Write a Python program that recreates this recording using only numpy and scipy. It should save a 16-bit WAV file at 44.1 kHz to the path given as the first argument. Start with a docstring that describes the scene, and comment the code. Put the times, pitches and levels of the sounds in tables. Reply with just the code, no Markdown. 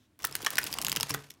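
"""Large stiff cards snap brightly one by one as two halves of a deck are riffled together on a wooden table.
Each snap is a jolt and a noisy slip that ring the card edge, with a crack, a click and a fading shiver.
Wobbling tones make air claps between clumps and one landing's low pop; other landings pop and ring the table.
Noise makes the rest: faces rustle in grains and scuff, hands rumble through the table, the quiet room adds a
short tail and a faint hum, and at the start a faint hiss dies away."""
import sys
import numpy as np
from scipy import signal
from scipy.fft import rfft, irfft
from scipy.io import wavfile
from scipy.ndimage import uniform_filter1d

SR = 44100
rng = np.random.default_rng(int(sys.argv[2]) if len(sys.argv) > 2 else 0)


def persist_wave(psi):
    """Save psi, clipped to +-1, as 16-bit WAV."""
    counts = np.round(np.clip(psi, -1, 1) * 32767).astype(np.int16)
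    wavfile.write(sys.argv[1], SR, np.atleast_2d(counts).T)


def volts(x):
    """Linear amplitude factor 10**(x/20) for a level x in dB, scalar or array-like."""
    e = np.asarray(x, float) / 20
    return 10 ** e


N = 61740  # length in samples: 1.4 s


def level(x, db):
    """Scale to an rms level in dB."""
    return x * volts(db) / np.sqrt(np.mean(x ** 2))


def colour(x, points):
    """Shape the spectrum of a signal by (f/Hz, level/dB) points."""
    points = np.array(points)
    freqs = np.maximum(np.arange(len(x) // 2 + 1) * SR / len(x), 1)
    gain_db = np.interp(np.log(freqs), np.log(points[:, 0]), points[:, 1])
    return irfft(rfft(x) * volts(gain_db), len(x))


def high(x, hz):
    """Let through what lies above hz, with a second-order filter."""
    return signal.sosfilt(signal.butter(2, hz, "high", fs=SR, output="sos"), x)


def add(out, start_s, x):
    """Mix x into out from a start time, cutting it at the end."""
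    i = int(start_s * SR)
    out[i:i + len(x)] += x[:max(len(out) - i, 0)]


def burst(t, rise_ms, fall_ms):
    """Smooth swell to 1, then an exponential fall to 1/e in every fall_ms."""
    rise, fall = max(rise_ms, .05) / 1000, max(fall_ms, .1) / 1000
    swell = np.sin(np.pi / 2 * np.minimum(t / rise, 1)) ** 2
    return np.where(t < rise, swell, np.exp(-np.maximum(t - rise, 0) / fall))


def ring(x, hz, t60):
    """One damped mode driven by x; it falls 60 dB in t60 seconds."""
    pole = np.exp(2j * np.pi * min(hz, .45 * SR) / SR - np.log(1000) / (t60 * SR))
    return signal.lfilter([1 - abs(pole)], [1, -pole], x).imag


def peak_to_one(x):
    """Scale so that the loudest stretch of 40 samples has an rms of 1."""
    return x / np.sqrt(uniform_filter1d(x ** 2, size=40).max())


# tone of the room's hum: [f/Hz, level/dB per Hz], only the shape counts
ROOM = [(25, -9), (60, -5.5), (108, 2), (150, -10.5), (210, -6), (300, -4), (420, -19), (1100, -22.5),
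        (3400, -27), (5000, -31.5), (9000, -33.5), (16000, -39)]


def room_floor():
    """Steady noise, strongest in the bass, makes the faint room hum."""
    return level(colour(rng.standard_normal(N), ROOM), -68.5)


# tone of the faint hiss at the start: [f/Hz, level/dB], only the shape counts
FAINT = [(1200, -11), (2200, -11), (3700, -2), (4600, -14), (5700, -7), (8000, -17), (15000, -20)]


def faint_hiss():
    """Coloured noise that fades to silence soon after the start."""
    end_s, fade_s = 0.082, 0.028
    fade = np.clip((end_s - np.arange(N) / SR) / fade_s, 0, 1)
    return fade * level(colour(rng.standard_normal(N), FAINT), -73.5)


# room tail: [band f/Hz, time to fall 60 dB t/s]
TAIL = [(300, 0.42), (1500, 0.26), (5000, 0.14), (12000, 0.084)]


def room(x):
    """Diffuse reflections, noise in several bands, die faster in the treble."""
    tail_db, gap_ms = -18, 6.4
    t, tail = np.arange(SR // 2) / SR, 0
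    for hz, t60 in TAIL:
        edges = [hz / 2, min(hz * 1.47, .45 * SR)]
        sos = signal.butter(1, edges, "band", fs=SR, output="sos")
        band = signal.sosfilt(sos, rng.standard_normal(len(t)))
        tail = tail + band * volts(-60 * t / t60)
    # silent for half the gap, full after one and a half gaps
    tail = tail * np.clip(t * 1000 / gap_ms - .5, 0, 1)
    return volts(tail_db) * signal.fftconvolve(x, tail / np.sqrt(np.sum(tail ** 2)))[:N]


# hand activity: [t/s, rustle level/dB, rumble through the table level/dB]
HANDS = [(0.17, -63.5, -61), (0.252, -53, -54), (0.372, -52, -60.5), (0.416, -49.5, -54),
         (0.574, -44.5, -56.5), (0.686, -47.5, -55), (0.796, -50, -48.5), (0.992, -53, -52),
         (1.076, -49.5, -63), (1.214, -54, -70), (1.286, -63.5, -73.5), (1.4, -75.5, -69)]
# tone of card on card, for rustle, scuffs and snaps: [f/Hz, level/dB per Hz], only the shape counts
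RUSTLE = [(180, -28), (300, -5), (678, 2.5), (2650, 0.5), (3890, -2), (4910, -2), (8090, -6), (15000, -12),
          (16000, -33)]
# tone of the table rumble: [f/Hz, level/dB per Hz], only the shape counts
RUMBLE = [(15, -44.5), (25, -32), (48, 5), (102, 4), (330, 3), (509, -3), (708, -6.5), (900, -1),
          (1170, 1.5), (1980, -120)]


def hands():
    """Card faces slide and tick as short grains of noise; hands rumble through the table as low noise."""
    start_s, grains_per_s, grain_fall_ms = 0.189, 770, 2
    spread_db, largest_spreads = 2.5, 2.2  # random extra level of a grain, and its limit in spreads
    smooth_db = -18  # even rustle beneath the grains
    t, activity = np.arange(N) / SR, np.array(HANDS)
    on = np.clip((t - start_s) / 0.003, 0, 1)
    extra_db = spread_db * np.minimum(rng.exponential(size=N), largest_spreads)
    hits = (rng.random(N) < grains_per_s / SR) * volts(extra_db)
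    grains = signal.fftconvolve(hits, burst(t[:512], 0.4, grain_fall_ms))[:N]
    roughness = level(grains, 0) + volts(smooth_db)
    rustle = level(colour(rng.standard_normal(N) * roughness, RUSTLE), 0)
    rumble = level(colour(rng.standard_normal(N), RUMBLE), 0)
    rustle = rustle * volts(np.interp(t, activity[:, 0], activity[:, 1]))
    rumble = rumble * volts(np.interp(t, activity[:, 0], activity[:, 2]))
    return on * (rustle + rumble)


# card faces scuffing: [t/s, level/dB before swell and fade, swell t/ms, fade t/ms, low edge f/Hz]
SCUFFS = [(.449, -43, 3, 1.1, 1500), (1.088, -39, 9.3, 4.2, 1190), (1.137, -36, 4.4, 4.6, 1500),
          (1.3, -44.5, 4.1, 1.3, 3000)]


def scuffs():
    """Short swelling brushes of card on card, made of noise without its bass."""
    out, t = np.zeros(N), np.arange(2048) / SR
    for start_s, db, swell_ms, fade_ms, low_hz in SCUFFS:
        noise = colour(rng.standard_normal(len(t)), RUSTLE)
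        brush = level(high(high(noise, low_hz), low_hz), db)
        add(out, start_s, brush * burst(t, swell_ms, fade_ms))
    return out


# cards landing on the pile: [t/s, level/dB, pop pitch f/Hz, table against pop level/dB]
LANDINGS = [(0.239, -38.5, 624, -13), (0.256, -43, 460, -5.5), (0.313, -42.5, 370, -14),
            (0.355, -44, 372, -17), (0.372, -44.5, 358, -8), (0.403, -37.5, 783, -18),
            (0.432, -37, 320, -20), (0.451, -35, 870, -41), (0.464, -30.5, 890, -18.5),
            (0.506, -46, 280, -23), (0.535, -42, 816, -9), (0.559, -38, 252, -26), (0.581, -36, 638, -18),
            (0.594, -41.5, 380, -9), (0.617, -43, 283, -12), (0.641, -42, 346, -30),
            (0.654, -37.5, 325, -14), (0.678, -40.5, 220, -13), (0.694, -37.5, 830, -23),
            (0.711, -39, 320, -17), (0.729, -40, 174, -14), (0.752, -33.5, 816, -29),
            (0.771, -39, 780, -26), (0.786, -37.5, 252, -18), (0.803, -37.5, 800, -16),
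            (0.834, -38, 791, -16), (0.85, -38, 161, -15), (0.872, -31, 900, -16), (0.907, -41, 132, -15),
            (0.925, -37, 157.4, -7.5), (0.954, -33, 930, -20), (0.967, -33.5, 295, -14),
            (0.975, -35.5, 162, -28), (1.002, -33.5, 810, -22), (1.013, -40, 850, -0.5),
            (1.034, -36.5, 140, -18), (1.102, -39, 720, 1), (1.115, -37.5, 127, -3),
            (1.144, -27.5, 440, -13), (1.169, -38.5, 140, -4.5), (1.311, -53, 153, -6)]
# table top modes, before small random changes: [f/Hz, level/dB, time to fall 60 dB t/s]
TABLE = [(65.2, -18.5, 0.44), (113, -5.5, 0.16), (140, -6, 0.43), (265, -8, 0.12), (435.5, -7, 0.15)]


def landings():
    """Each landing gives a short sagging pop and rings the table, each mode a little differently every time."""
    push_ms, pop_cycles, sag = 1.55, 0.97, 0.33  # rise time, pop fall in cycles, extra pitch at the start
    out, t = np.zeros(N), np.arange(SR // 2) / SR
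    for start_s, db, pop_hz, table_db in LANDINGS:
        turns = pop_hz * t
        pop = np.sin(2 * np.pi * turns * (1 + sag * np.exp(-turns)))
        pop = pop * burst(t, push_ms, 1000 * pop_cycles / pop_hz)
        table = 0
        for hz, mode_db, t60 in TABLE:
            level_change, pitch_change = rng.standard_normal(2)
            mode = np.sin(2 * np.pi * hz * (1 + 0.019 * pitch_change) * t)
            table = table + volts(mode_db + 1.7 * level_change) * mode * volts(-60 * t / t60)
        table = table * np.minimum(t * 1000 / push_ms, 1)
        add(out, start_s, volts(db) * (high(pop, pop_hz / 2) + volts(table_db) * table))
    return out


# air claps between clumps, and one low pop of a landing (1.103 s, 289 Hz):
# [t/s, level/dB before 1 dB is added, middle pitch f/Hz, swell t/ms, fall t/ms]
CLAPS_AND_LOW_POP = [(.2435, -23, 1343, 2.4, 2.4), (.244, -33.5, 995, 1.3, 2.3),
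                     (.2445, -24.5, 1866, 3.45, 0.6), (.464, -20.5, 1667, 4.8, 2.7),
                     (.465, -27, 1106, 5.8, 3.5), (.583, -16, 1810, 1.16, 2.8),
                     (0.585, -21, 1442, 2.2, 1.74), (.584, -19, 2136, 1.1, 1.8),
                     (0.59, -31, 1633, 1.9, 2.5), (.668, -36.5, 1380, 1.6, 1.5),
                     (0.788, -35, 1040, 1.8, 2.6), (.962, -38, 1320, 1.5, 2.5), (1.0, -36.5, 1020, 1, 3.5),
                     (1.032, -34, 925, 1.7, 3), (1.031, -31.5, 1330, 0.8, 2.3),
                     (1.103, -32.5, 1080, 3.5, 3), (1.103, -37.5, 289.3, 4.9, 10.7),
                     (1.139, -32.5, 1920, 2.8, 1.6), (1.144, -27.5, 1510, 2.9, 3.3),
                     (1.142, -33.5, 1253, 1.6, 7.3), (1.146, -38, 814, 1.4, 8.5),
                     (1.173, -44, 1700, 2.4, 4.8)]


def claps_and_low_pop():
    """Air claps between clumps, and one low pop of a landing, each ring a few hollow, uneven cycles."""
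    out, t = np.zeros(N), np.arange(2048) / SR
    for start_s, db, hz, swell_ms, fall_ms in CLAPS_AND_LOW_POP:
        noise = rng.standard_normal(len(t))
        wobble = uniform_filter1d(uniform_filter1d(noise, size=24), size=24) * 6
        phase = 2 * np.pi * np.cumsum(hz * (1 + .07 * wobble)) / SR
        tone = np.sin(phase + 3 * noise[0])  # random starting point
        uneven = 1 + 0.39 * wobble[::-1]
        add(out, start_s, volts(db + 1) * tone * uneven * burst(t, swell_ms, fall_ms))
    return out


# card snaps: [t/s, level/dB, treble against ring level/dB before the trims, ring f/Hz,
#              length t/ms, of which the slip's fall takes 0.75]
SNAPS = [(0.1908, -43, 10, 5490.0, 1.3), (0.1977, -56, -18, 2320, 9), (0.2016, -49.5, -5, 2820, 5),
         (0.2118, -60, -4.5, 3160, 3.5), (0.222, -40, 3, 5660, 0.54), (0.2302, -38.5, 0, 5900, 4.2),
         (0.242, -25.5, -2.5, 5990.0, 3.3), (0.2495, -15.5, 25, 7600, 2), (0.26, -44, 16, 3290.0, 3.0),
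         (0.2701, -30.5, 20, 7900, 1.4), (0.3119, -40, 4, 7400, 2.4), (0.3252, -36, -17.5, 5430, 0.8),
         (0.3532, -17, 4, 2950, 0.6), (0.3639, -33.5, 4, 6850.0, 3.3), (0.4192, -33, 10, 4920, 1.8),
         (0.4267, -34, 1.5, 3120, 2.7), (0.4334, -43, 8, 6360, 1.3), (0.4474, -26.5, 3.5, 3630, 3.1),
         (0.4633, -20, -20, 3330, 3.6), (0.468, -24.5, -8.5, 2930, 1.4), (0.477, -35.0, -5.0, 2940, 3.0),
         (0.5046, -24, 12.5, 4400, 0.84), (0.532, -38, 16, 3300, 1.1), (0.5556, -27, 2.5, 4670, 1.2),
         (0.5712, -28, -6, 3020, 0.66), (0.5823, -17, -3, 5560, 0.77), (0.587, -15.5, 16, 2220.0, 0.7),
         (0.6146, -36.5, 0, 2100, 7.6), (0.6314, -32.5, -13, 4860, 2.3), (0.6409, -23, 18, 2220.0, 0.67),
         (0.6527, -41, 8, 5600, 1.2), (0.6653, -30.5, -1, 3350, 3.3), (0.6691, -30.5, -12, 4800, 1.4),
         (0.672, -30.5, 2, 2730, 1.3), (0.6765, -35, 14, 6440, 1), (0.7122, -41, -2, 7990.0, 1.2),
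         (0.7163, -36.5, 17, 2300, 1.9), (0.7217, -38, 0, 5400, 1.2), (0.7276, -24, -4, 4940, 0.34),
         (0.7397, -22.5, 2.5, 4800, 0.53), (0.753, -54, 14, 4220, 0.88), (0.764, -44, -13, 2520, 2.3),
         (0.773, -38, -13, 5500, 0.77), (0.7863, -22.5, -3, 2930, 0.83), (0.8155, -25, -19, 6560, 1.5),
         (0.82, -35, -22, 5600, 1.9), (0.8238, -27.5, 13, 3140.0, 1.4), (0.8357, -39, 20, 7040, 2.1),
         (0.848, -20, 2.5, 2740, 0.51), (0.8556, -38.0, -16, 2650, 2.75), (0.8669, -21, -21.5, 6670, 0.67),
         (0.8833, -21.5, 3, 2880, 1.2), (0.8963, -21.5, 3, 7000, 2), (0.907, -40, 3, 6200, 1.2),
         (0.9179, -18.5, -1, 5070, 0.38), (0.9267, -22, 5, 3060, 1.7), (0.9528, -34, -12.0, 5330, 0.55),
         (0.962, -18, 2.5, 4920, 1.8), (0.9699, -24, -15, 3080, 2.1), (0.9793, -42, 9, 4430, 2.2),
         (1.0003, -28, -24.5, 5500, 1.1), (1.0087, -19.5, -4, 5300, 0.23), (1.0306, -18.5, -2, 6400, 0.4),
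         (1.094, -31, 6, 2300, 3.1), (1.0991, -27, 16, 4570, 0.99), (1.1042, -26.5, -19, 3200, 0.7),
         (1.1071, -24, -8.5, 5330, 3), (1.1168, -37.5, -16, 5400, 2.8), (1.1414, -25, 8, 5800, 0.88),
         (1.1455, -25, 2, 3400, 2.6), (1.24, -59, -8, 3660, 0.6), (1.2549, -71, -12.0, 2470, 2.1),
         (1.3054, -35, 0.5, 5320, 1.1), (1.316, -50, -11.5, 5800, 0.8), (1.3392, -53.5, -1, 7020.0, 1.5)]
# overtones of a snapped card edge: [multiple of ring pitch, level/dB, time to fall 60 dB t/s]
CARD = [(1, 5, 0.0078), (1.85, -7.5, 0.0022), (2.5, -18.5, 0.009), (.6, -16, .003)]


def snaps():
    """A jolt and noisy slip briefly ring the card edge; a click, a bright crack and a fading shiver ride on it."""
    crack_trim_db, ring_trim_db, click_db = -0.5, 0.5, 0.5
    rise_ms, shiver_db, shiver_fall_ms = 0.7, -11.5, 3.63
    click_share, shiver_share = 0.43, 0.31  # low edges as shares of ring pitch
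    kick = 3.1  # jolt against slip
    out, t = np.zeros(N), np.arange(1024) / SR
    for start_s, db, treble_db, hz, length_ms in SNAPS:
        slip_noise, click_noise, shiver_noise = rng.standard_normal((3, len(t)))
        slip = burst(t, rise_ms, 0.75 * length_ms)
        jolt = kick * (np.arange(len(t)) == slip.argmax())  # one sample at the top of the slip
        drive = slip_noise * slip + jolt

        edge = peak_to_one(sum(volts(d) * ring(drive, hz * k, t60) for k, d, t60 in CARD))
        click = peak_to_one(high(colour(click_noise, RUSTLE), click_share * hz) * slip)
        body = peak_to_one(high(edge, click_share * hz) + volts(click_db) * click)
        crack = volts(crack_trim_db + treble_db) * peak_to_one(high(high(drive, 6500), 7200))

        rough = high(high(colour(shiver_noise, RUSTLE), shiver_share * hz), shiver_share * hz)
        shiver = volts(shiver_db) * rough / np.std(rough) * burst(t, rise_ms, shiver_fall_ms)
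        # share the level between ring and treble
        snap = (volts(ring_trim_db) * body + crack) / np.hypot(1, volts(treble_db))
        # begin early, two thirds of the rise before the listed time
        add(out, start_s - rise_ms / 1500, volts(db) * (snap + shiver))
    return out


def scene():
    """Cards near the microphone, their room tail, the room's hum and the faint opening hiss."""
    cards = hands() + scuffs() + landings() + claps_and_low_pop() + snaps()
    return (cards + room(cards) + room_floor() + faint_hiss())[None]


def top_cut(x):
    """Nothing passes above the cut-off."""
    return signal.sosfilt(signal.butter(12, 17140, fs=SR, output="sos"), x)


def record(dry):
    """The microphone trims both ends: the deep bass and the highest treble."""
    low_hz, top_hz = 35, 16300
    no_bass = high(high(dry, low_hz), low_hz)
    top = signal.ellip(10, .2, 80, top_hz, fs=SR, output="sos")
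    mix = signal.sosfilt(top, no_bass)
    return top_cut(mix)


dry = scene()
out = record(dry)
persist_wave(out)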